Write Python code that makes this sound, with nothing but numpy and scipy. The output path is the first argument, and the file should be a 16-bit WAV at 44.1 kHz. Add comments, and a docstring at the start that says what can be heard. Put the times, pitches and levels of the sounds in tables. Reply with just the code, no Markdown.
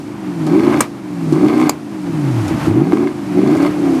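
"""Parked V8, throttle blips

Heard from just behind the tailpipes, the uneven firing pattern booms in a pipe resonance and rasps
under throttle. Twice the exhaust cracks as the throttle shuts, overloading the microphone.
Cooling fan and street traffic hiss behind it, and parked cars throw back a short reflection."""
import sys
import numpy as np
from scipy import signal
from scipy.fft import rfft, irfft, next_fast_len
from scipy.io import wavfile
from scipy.ndimage import map_coordinates

SR = 44100
rng = np.random.default_rng(int(sys.argv[2]) if len(sys.argv) > 2 else 0)


def unload_wav(signal):
    """Save mono or channel-first audio to the path in sys.argv[1] as 16-bit WAV at rate SR, clipped to [-1, 1]."""
    wavfile.write(
        sys.argv[1],
        SR,
        np.round(np.clip(np.atleast_2d(signal).T, -1, 1) * 32767).astype(np.int16),
    )


N = 176400

# engine speed: time_s, firing_hz
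REVS = [(0.0, 237), (0.457, 151), (0.498, 158.6), (0.572, 196), (0.653, 217), (0.752, 231), (0.801, 237),
        (0.859, 217), (1.309, 154), (1.337, 141), (1.426, 191), (1.509, 226), (1.612, 255), (1.704, 231),
        (1.758, 234), (2.217, 145), (2.505, 92), (2.576, 71.6), (2.631, 73), (2.793, 131.5), (2.985, 220),
        (3.06, 231), (3.146, 222), (3.343, 174), (3.425, 192.6), (3.6, 279), (3.695, 302.0), (3.768, 300),
        (4.0, 252)]
# throttle blips: open_s, shut_s, rasp_db, ragged_db, hardest_firing_s
THROTTLE_BLIPS = [(0.467, 0.819, -25.5, -15, .678), (1.334, 1.693, -25, -7, 1.606),
                  (2.669, 3.096, -31.5, -5, 3.03), (3.365, 3.683, -27.5, -4.5, 3.473),
                  (3.823, 4.048, -42, -40, 3.879)]
# fader ride of the firing note: time_s, level_db
NOTE_RIDE = [(0, -40), (.2, -31), (.4, -23.5), (.48, -18.5), (.6, -21), (.77, -21.5), (.86, -38.5),
             (1.05, -33), (1.32, -17), (1.52, -22), (1.63, -16.5), (1.7, -29), (1.76, -39), (2, -28),
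             (2.28, -15.5), (2.41, -18), (2.53, -33), (2.62, -47), (2.69, -19.5), (2.78, -16), (2.9, -20.5),
             (3.06, -24), (3.14, -32), (3.33, -24.5), (3.4, -18.5), (3.55, -18), (3.65, -14.5),
             (3.73, -21.5), (3.84, -13.5), (4, -17.5)]
# fader ride of the pipe boom: time_s, level_db
BOOM_RIDE = [(0, -26.5), (.21, -28), (.29, -19.5), (.36, -23), (.45, -17.5), (.49, -10.5), (.6, -10.5),
             (.68, -12.5), (.79, -13.5), (.85, -29), (1.03, -28), (1.11, -21), (1.18, -25.5), (1.3, -14),
             (1.35, -13.5), (1.44, -10), (1.5, -12.5), (1.67, -13.5), (1.74, -27), (1.9, -28), (2.05, -22),
             (2.17, -18.5), (2.47, -19.5), (2.55, -15), (2.6, -21), (2.66, -20.5), (2.69, -11), (2.9, -13),
             (3.06, -15), (3.13, -24), (3.27, -23), (3.33, -15.5), (3.38, -9.5), (3.52, -11.5), (3.66, -16),
             (3.73, -27), (3.8, -19), (3.86, -15.5), (4, -15)]
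# partials of the uneven four-stroke cycle: cycle_multiple, coasting_db, throttle_db
ENGINE_ORDERS = [(3, 3, -5), (4, 15, 8), (5, 19.5, 18), (6, 16, 9), (7, 10, 2), (9, 13, 8.5),
                 (10, 12.5, 16), (11, 14, 9), (12, -2, 10), (13, 17, 16), (14, 6, 6.5), (15, 3.5, 8.5),
                 (16, 14.5, 17), (18, 5.5, 10), (19, 7, 12), (21, 8.5, 12.5), (22, -13, 9), (24, 11, 14),
                 (27, 7.5, -5), (32, 6, 5.5)]
# tailpipe resonance: freq_hz, gain_db
PIPE_EQ = [(25, -72), (60, -33), (100, -31.5), (130, -14.5), (170, -11.5), (220, -13), (270, -6),
           (295, 1.5), (315, 3.5), (335, -2.5), (365, -4), (410, -12), (480, -24), (600, -22.5),
           (750, -17.5), (1100, -42.5), (2500, -68)]
# heavy single firings: start_s, level_db
HEAVY_FIRINGS = [(0.556, -8), (0.674, 2.5), (1.324, 4), (1.436, 7.5), (2.509, 1.5), (2.555, -9),
                 (2.67, 2.5), (2.719, 0.5), (2.93, 8)]
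# tone of the gas puffs: freq_hz, gain_db
RASP_EQ = [(40, -64), (200, -31), (450, 3), (520, -10.5), (580, 9), (690, -4), (750, 11), (900, 0.5),
           (1060, 5), (1150, 2.5), (1250, 6.5), (1340, -12.5), (1600, 1.5), (1850, -18), (2150, -3),
           (2800, -21.5), (4500, -16.5), (7000, -65), (14000, -69)]
# hard accents in the rasp: start_s, level_db
RASP_BARKS = [(.666, -17.5), (.725, -17.5), (0.742, -17.5), (0.773, -25), (1.374, -25), (1.483, -21),
              (1.614, -14), (2.922, -17), (2.932, -17), (2.972, -21.5), (3.074, -27.5), (3.463, -21),
              (3.552, -17.5), (3.595, -22)]
# ring of the tailpipe tips: pitch_hz, level_db, t60_s
TIP_MODES = [(750, -14, 0.082), (1056, 1.5, 0.085), (1229, -1, 0.1), (1560, -8, 0.074), (2080, 4, 0.017),
             (2174, 3, 0.019), (3350, -6.5, 0.018), (4343, -4, 0.032)]
# exhaust cracks: start_s, crack_db, crack_t60_s, bang_db
BACKFIRES = [(0.8061, -5.5, 0.019, -15), (1.6939, -7.5, 0.011, -25.5)]
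# tone of the cracks, one list each: freq_hz, gain_db
CRACK_EQS = [
    [(40, -28), (400, 6.5), (1200, 6), (2300, -6), (3400, -23), (4900, -14), (5600, -4), (6400, -1),
     (8700, 1.5), (9600, -8), (10500, -1), (12000, -14), (14000, -8.5)],
    [(60, -25), (750, 5.5), (1080, 6.5), (1700, -15), (2250, 1.5), (3400, -18), (4700, 0), (5600, -17),
     (6500, 2.5), (7700, 0), (9200, -15), (11000, -9), (14000, -14)],
]
# dull body under a crack: freq_hz, gain_db
BANG_EQ = [(40, -28), (130, -5), (300, 3.5), (500, 1.5), (800, -7), (1250, -3), (1700, -9), (2300, -3),
           (3300, -14), (8000, -18), (14000, -25)]
# small exhaust spits: start_s, level_db
FUEL_SPITS = [(0.466, -32), (.774, -42), (.79, -37), (1.324, -31.5), (1.599, -35), (2.48, -29.5),
              (3.568, -35), (3.625, -35)]
# decay among the parked cars: freq_hz, t60_s
LOT_DECAY = [(150, 0.47), (2000, 0.14), (12000, 0.042)]
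# fader ride of the fan and intake air: time_s, level_db
FAN_RIDE = [(0, -38.5), (.15, -37.5), (.45, -33), (.75, -25), (.9, -40), (1.3, -33), (1.65, -27.5),
            (1.78, -40), (2, -36), (2.2, -31), (2.5, -28), (2.6, -24.5), (2.66, -22), (2.69, -28.5),
            (2.82, -32.5), (3.16, -35.5), (3.35, -32), (3.7, -27.5), (3.75, -31), (3.85, -28.5), (4, -31)]
# tone of that air: freq_hz, gain_db
FAN_EQ = [(30, -19.5), (120, 10.5), (300, -1), (520, 0.5), (800, 2.5), (1200, -1.5), (1700, -7), (2300, -8),
          (3200, -15.5), (5000, -27.5), (12000, -31.5)]
# fader ride of the street hiss: time_s, level_db
STREET_RIDE = [(0, -48), (.15, -51.5), (.45, -45), (.75, -43.5), (.86, -48.5), (1.02, -52), (1.3, -44),
               (1.65, -42.5), (1.76, -51), (1.92, -49.5), (2.46, -40), (2.54, -43), (2.665, -38),
               (2.72, -45.5), (2.82, -48), (2.93, -44.5), (3.12, -47.5), (3.6, -42.5), (3.74, -45),
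               (4, -40.5)]
# bright hiss of street and spits: freq_hz, gain_db
HISS_EQ = [(300, -32), (2000, -7), (4500, 2), (7000, -2), (10000, -5), (12000, -10.5), (14000, -19)]

CYLINDERS = 8
COOL_SHIFT = 0.024  # cooler gas lowers the pipe resonance by this share when coasting
CHUG_DEPTH, CHUG_MERGE_HZ = 0.44, 123  # swell on each firing; speed above which the swells merge
RASP_REF_HZ, RASP_DB_PER_OCT = 257, 8  # the rasp grows with engine speed


def pipe_boom(firing_hz, firings, waver, drift_rad, spread_rad, trim_db):
    """Each engine order swells as it crosses the pipe resonance, lumpy under throttle."""
    boom, power = np.zeros(N), np.zeros(N)
    blips = [(throttle(start, shut), firings[int(hardest_s * SR)])
             for start, shut, _, _, hardest_s in THROTTLE_BLIPS]
    load = sum(pedal for pedal, _ in blips)
    cooling = 1 + COOL_SHIFT * (1 - load)
    for order, coasting_db, throttle_db in ENGINE_ORDERS:
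        ratio = order / CYLINDERS
        pipe_db = along(PIPE_EQ, ratio * firing_hz * cooling)
        gain = amp(coasting_db + load * (throttle_db - coasting_db) + pipe_db)
        # overtones of the firing note stay in step with it, so slow firings beat separately
        coasting = (1 - load) * np.exp(2j * np.pi * rng.random() * (ratio % 1 > 0))
        # under throttle the orders line up on the hardest cylinder: one lump a cycle
        pulling = sum(pedal * np.exp(1j * (spread_rad * rng.normal() - 2 * np.pi * ratio * hardest))
                      for pedal, hardest in blips)
        partial = np.exp(1j * (2 * np.pi * ratio * firings + drift_rad * wobble(9.7)))
        boom += gain * (1 + waver * wobble(21.88)) * np.real((coasting + pulling) * partial)
        power += gain ** 2 / 2
    chug = 1 + CHUG_DEPTH * load * np.cos(2 * np.pi * firings) / (1 + (firing_hz / CHUG_MERGE_HZ) ** 2) ** 2
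    return amp(curve(BOOM_RIDE) + trim_db) * chug * boom / np.sqrt(power)


def firing_note(firings, waver):
    """The engine's pitch: a wavering sine, one period a firing."""
    level = amp(curve(NOTE_RIDE)) * (1 + waver * wobble(32.05))
    return level * np.sqrt(2) * np.sin(2 * np.pi * firings)


def ragged_boom(firings, coasting_db):
    """No two firings are equally strong; their scatter rings the pipe, more so under throttle."""
    count = firings.astype(int)
    pulses = np.diff(count, prepend=0) * rng.standard_normal(4096)[count]
    pulling = sum(amp(db) * throttle(start, shut) for start, shut, _, db, _ in THROTTLE_BLIPS)
    share = amp(coasting_db) + pulling / 2
    return unit(coloured(pulses, PIPE_EQ)) * share * amp(curve(BOOM_RIDE))


def thumps(ring_hz, rise_s, t60_s):
    """Each heavy firing rings the pipe's main resonance once."""
    hits = np.zeros(N)
    for start, db in HEAVY_FIRINGS:
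        age = np.arange(N) / SR - start
        attack = 1 - np.exp(-np.maximum(age, 0) / rise_s)
        hits += amp(db) * attack * burst(start, t60_s) * np.sin(2 * np.pi * ring_hz * age)
    return hits


def rasp(firing_hz, firings, puff_scatter_db, snap_scatter_db, repeat_db, bite_db):
    """Under throttle each firing blows a puff of gas and snaps in the pipe tips; a few bark."""
    count = firings.astype(int)
    puff_chance, snap_chance = rng.uniform(-1, 1, (2, 4096))[:, count]
    # part of the flow repeats every engine cycle, the rest is turbulence
    cycle = firings / CYLINDERS % 1
    pattern = map_coordinates(rng.standard_normal(1024), [cycle * 1024], mode="wrap")
    flow = rng.standard_normal(N) + amp(repeat_db) * pattern
    puffs = amp(puff_scatter_db * puff_chance) * np.exp(-2.2 * (firings % 1))
    clicks = np.diff(count, prepend=0) * amp(snap_scatter_db * snap_chance)
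    snaps = signal.fftconvolve(clicks, burst(0, t60_s=0.003))[:N]
    gas = unit(coloured(puffs * flow, RASP_EQ)) + amp(bite_db) * tip_ring(snaps * flow)
    gate = sum(amp(db) * throttle(start, shut) for start, shut, db, _, _ in THROTTLE_BLIPS)
    rev_gain = amp(RASP_DB_PER_OCT * np.log2(firing_hz / RASP_REF_HZ))
    barks = sum(amp(db) * burst(start, t60_s=0.036) for start, db in RASP_BARKS)
    return np.hypot(gate * rev_gain, barks) * gas


def tip_ring(snaps):
    """Snaps of gas ring the tailpipe tips; rms 1."""
    t = np.arange(SR // 10) / SR
    ring = sum(amp(db) * np.exp(-np.log(1000) * t / t60) * np.cos(2 * np.pi * hz * t)
               for hz, db, t60 in TIP_MODES)
    return unit(signal.fftconvolve(snaps, ring)[:N])


def backfires():
    """Unburnt fuel goes off in the pipe: a bright crack over a duller bang, or only a spit."""
    cracks = sum(amp(db) * burst(start, t60, hold_s=0.0033) * noise(eq)
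                 for (start, db, t60, _), eq in zip(BACKFIRES, CRACK_EQS))
    bangs = sum(amp(db) * burst(start, t60_s=0.14) for start, _, _, db in BACKFIRES)
    spits = sum(amp(db) * burst(start, t60_s=0.07) for start, db in FUEL_SPITS)
    return cracks + bangs * noise(BANG_EQ) + spits * noise(HISS_EQ)


def lot_reflections(x):
    """Parked cars and paving scatter a short tail whose treble dies first."""
    hz, t, spectrum = signal.stft(rng.standard_normal(SR // 3), SR, nperseg=256)
    decay = np.exp(-np.log(1000) * t / along(LOT_DECAY, hz)[:, None])
    tail = signal.istft(spectrum * decay, SR, nperseg=256)[1]
    predelayed = np.pad(x, (200, 0))
    return signal.fftconvolve(predelayed, tail / np.linalg.norm(tail))[:N]


def fan(trim_db, waver_db):
    """Air rushes through the cooling fan and intake with a slight flutter."""
    return amp(curve(FAN_RIDE) + trim_db + waver_db * wobble(29.51)) * noise(FAN_EQ)


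def street():
    """A bed of traffic hiss that dips and creeps back."""
    return amp(curve(STREET_RIDE)) * noise(HISS_EQ)


def throttle(open_s, shut_s, travel_s=0.0067):
    """A ramped gate: 1 while the pedal is down, else 0."""
    t = np.arange(N) / SR
    return np.clip(np.minimum(t - open_s, shut_s - t) / travel_s + 0.5, 0, 1)


def burst(start_s, t60_s, hold_s=0):
    """Instant attack, hold, exponential decay."""
    age = np.arange(N) / SR - start_s
    return (age >= 0) * np.exp(-np.log(1000) * np.maximum(age - hold_s, 0) / t60_s)


def amp(db):
    """Decibels to gain."""
    return 10 ** (np.asarray(db) / 20)


def unit(x):
    """Scale to rms 1."""
    return x / np.sqrt(np.mean(x ** 2) + 1e-20)


def along(points, hz):
    """Read (freq_hz, value) points on a log frequency axis."""
    freqs, values = np.transpose(points)
    return np.interp(np.log(hz + 1), np.log(freqs + 1), values)


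def curve(points):
    """Join (time_s, value) points, one value a sample."""
    return np.interp(np.arange(N) / SR, *np.transpose(points))


def wobble(rate_hz):
    """Smooth random modulation, rate_hz knots a second."""
    return map_coordinates(rng.standard_normal(2048), [np.arange(N) * rate_hz / SR + 2], mode="wrap")


def coloured(x, eq):
    """x through a minimum-phase EQ of unit power gain."""
    size = 2 * next_fast_len(N // 2 + 8192)
    gain = amp(along(eq, np.fft.rfftfreq(size, 1 / SR)))
    cepstrum = irfft(np.log(unit(gain) + 1e-6), size)
    cepstrum[1:size // 2] *= 2
    cepstrum[size // 2 + 1:] = 0
    return irfft(rfft(x, size) * np.exp(rfft(cepstrum)), size)[:N]


def noise(eq):
    """Coloured noise of rms 1."""
    return unit(coloured(rng.standard_normal(N), eq))


def scene():
    """Mono mix: dry low end, sharp layers with reflections, fan and street behind."""
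    firing_hz = curve(REVS)
    firings = np.cumsum(firing_hz) / SR
    sharp = backfires()
    sharp += rasp(firing_hz, firings, puff_scatter_db=5.5, snap_scatter_db=9.5, repeat_db=-3.5, bite_db=-6)
    low = pipe_boom(firing_hz, firings, waver=0.26, drift_rad=0.5, spread_rad=0.75, trim_db=-0.5)
    low += firing_note(firings, waver=0.17)
    low += ragged_boom(firings, coasting_db=-13)
    low += thumps(ring_hz=320, rise_s=0.003, t60_s=0.055)
    reflections = amp(-17.5) * lot_reflections(sharp)
    return (low + sharp + reflections + fan(trim_db=1.5, waver_db=1.1) + street())[None]


def record(dry):
    """The microphone soft-clips the peaks and keeps nothing above its band limit."""
    ceiling, top_hz = 1.05, 14300
    clipped = dry / (1 + np.abs(dry / ceiling) ** 8) ** (1 / 8)
    size = next_fast_len(N + 8192)
    passband = np.fft.rfftfreq(size, 1 / SR) < top_hz
    return irfft(rfft(clipped, size) * passband, size)[..., :N]


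dry = scene()
out = record(dry)
unload_wav(out)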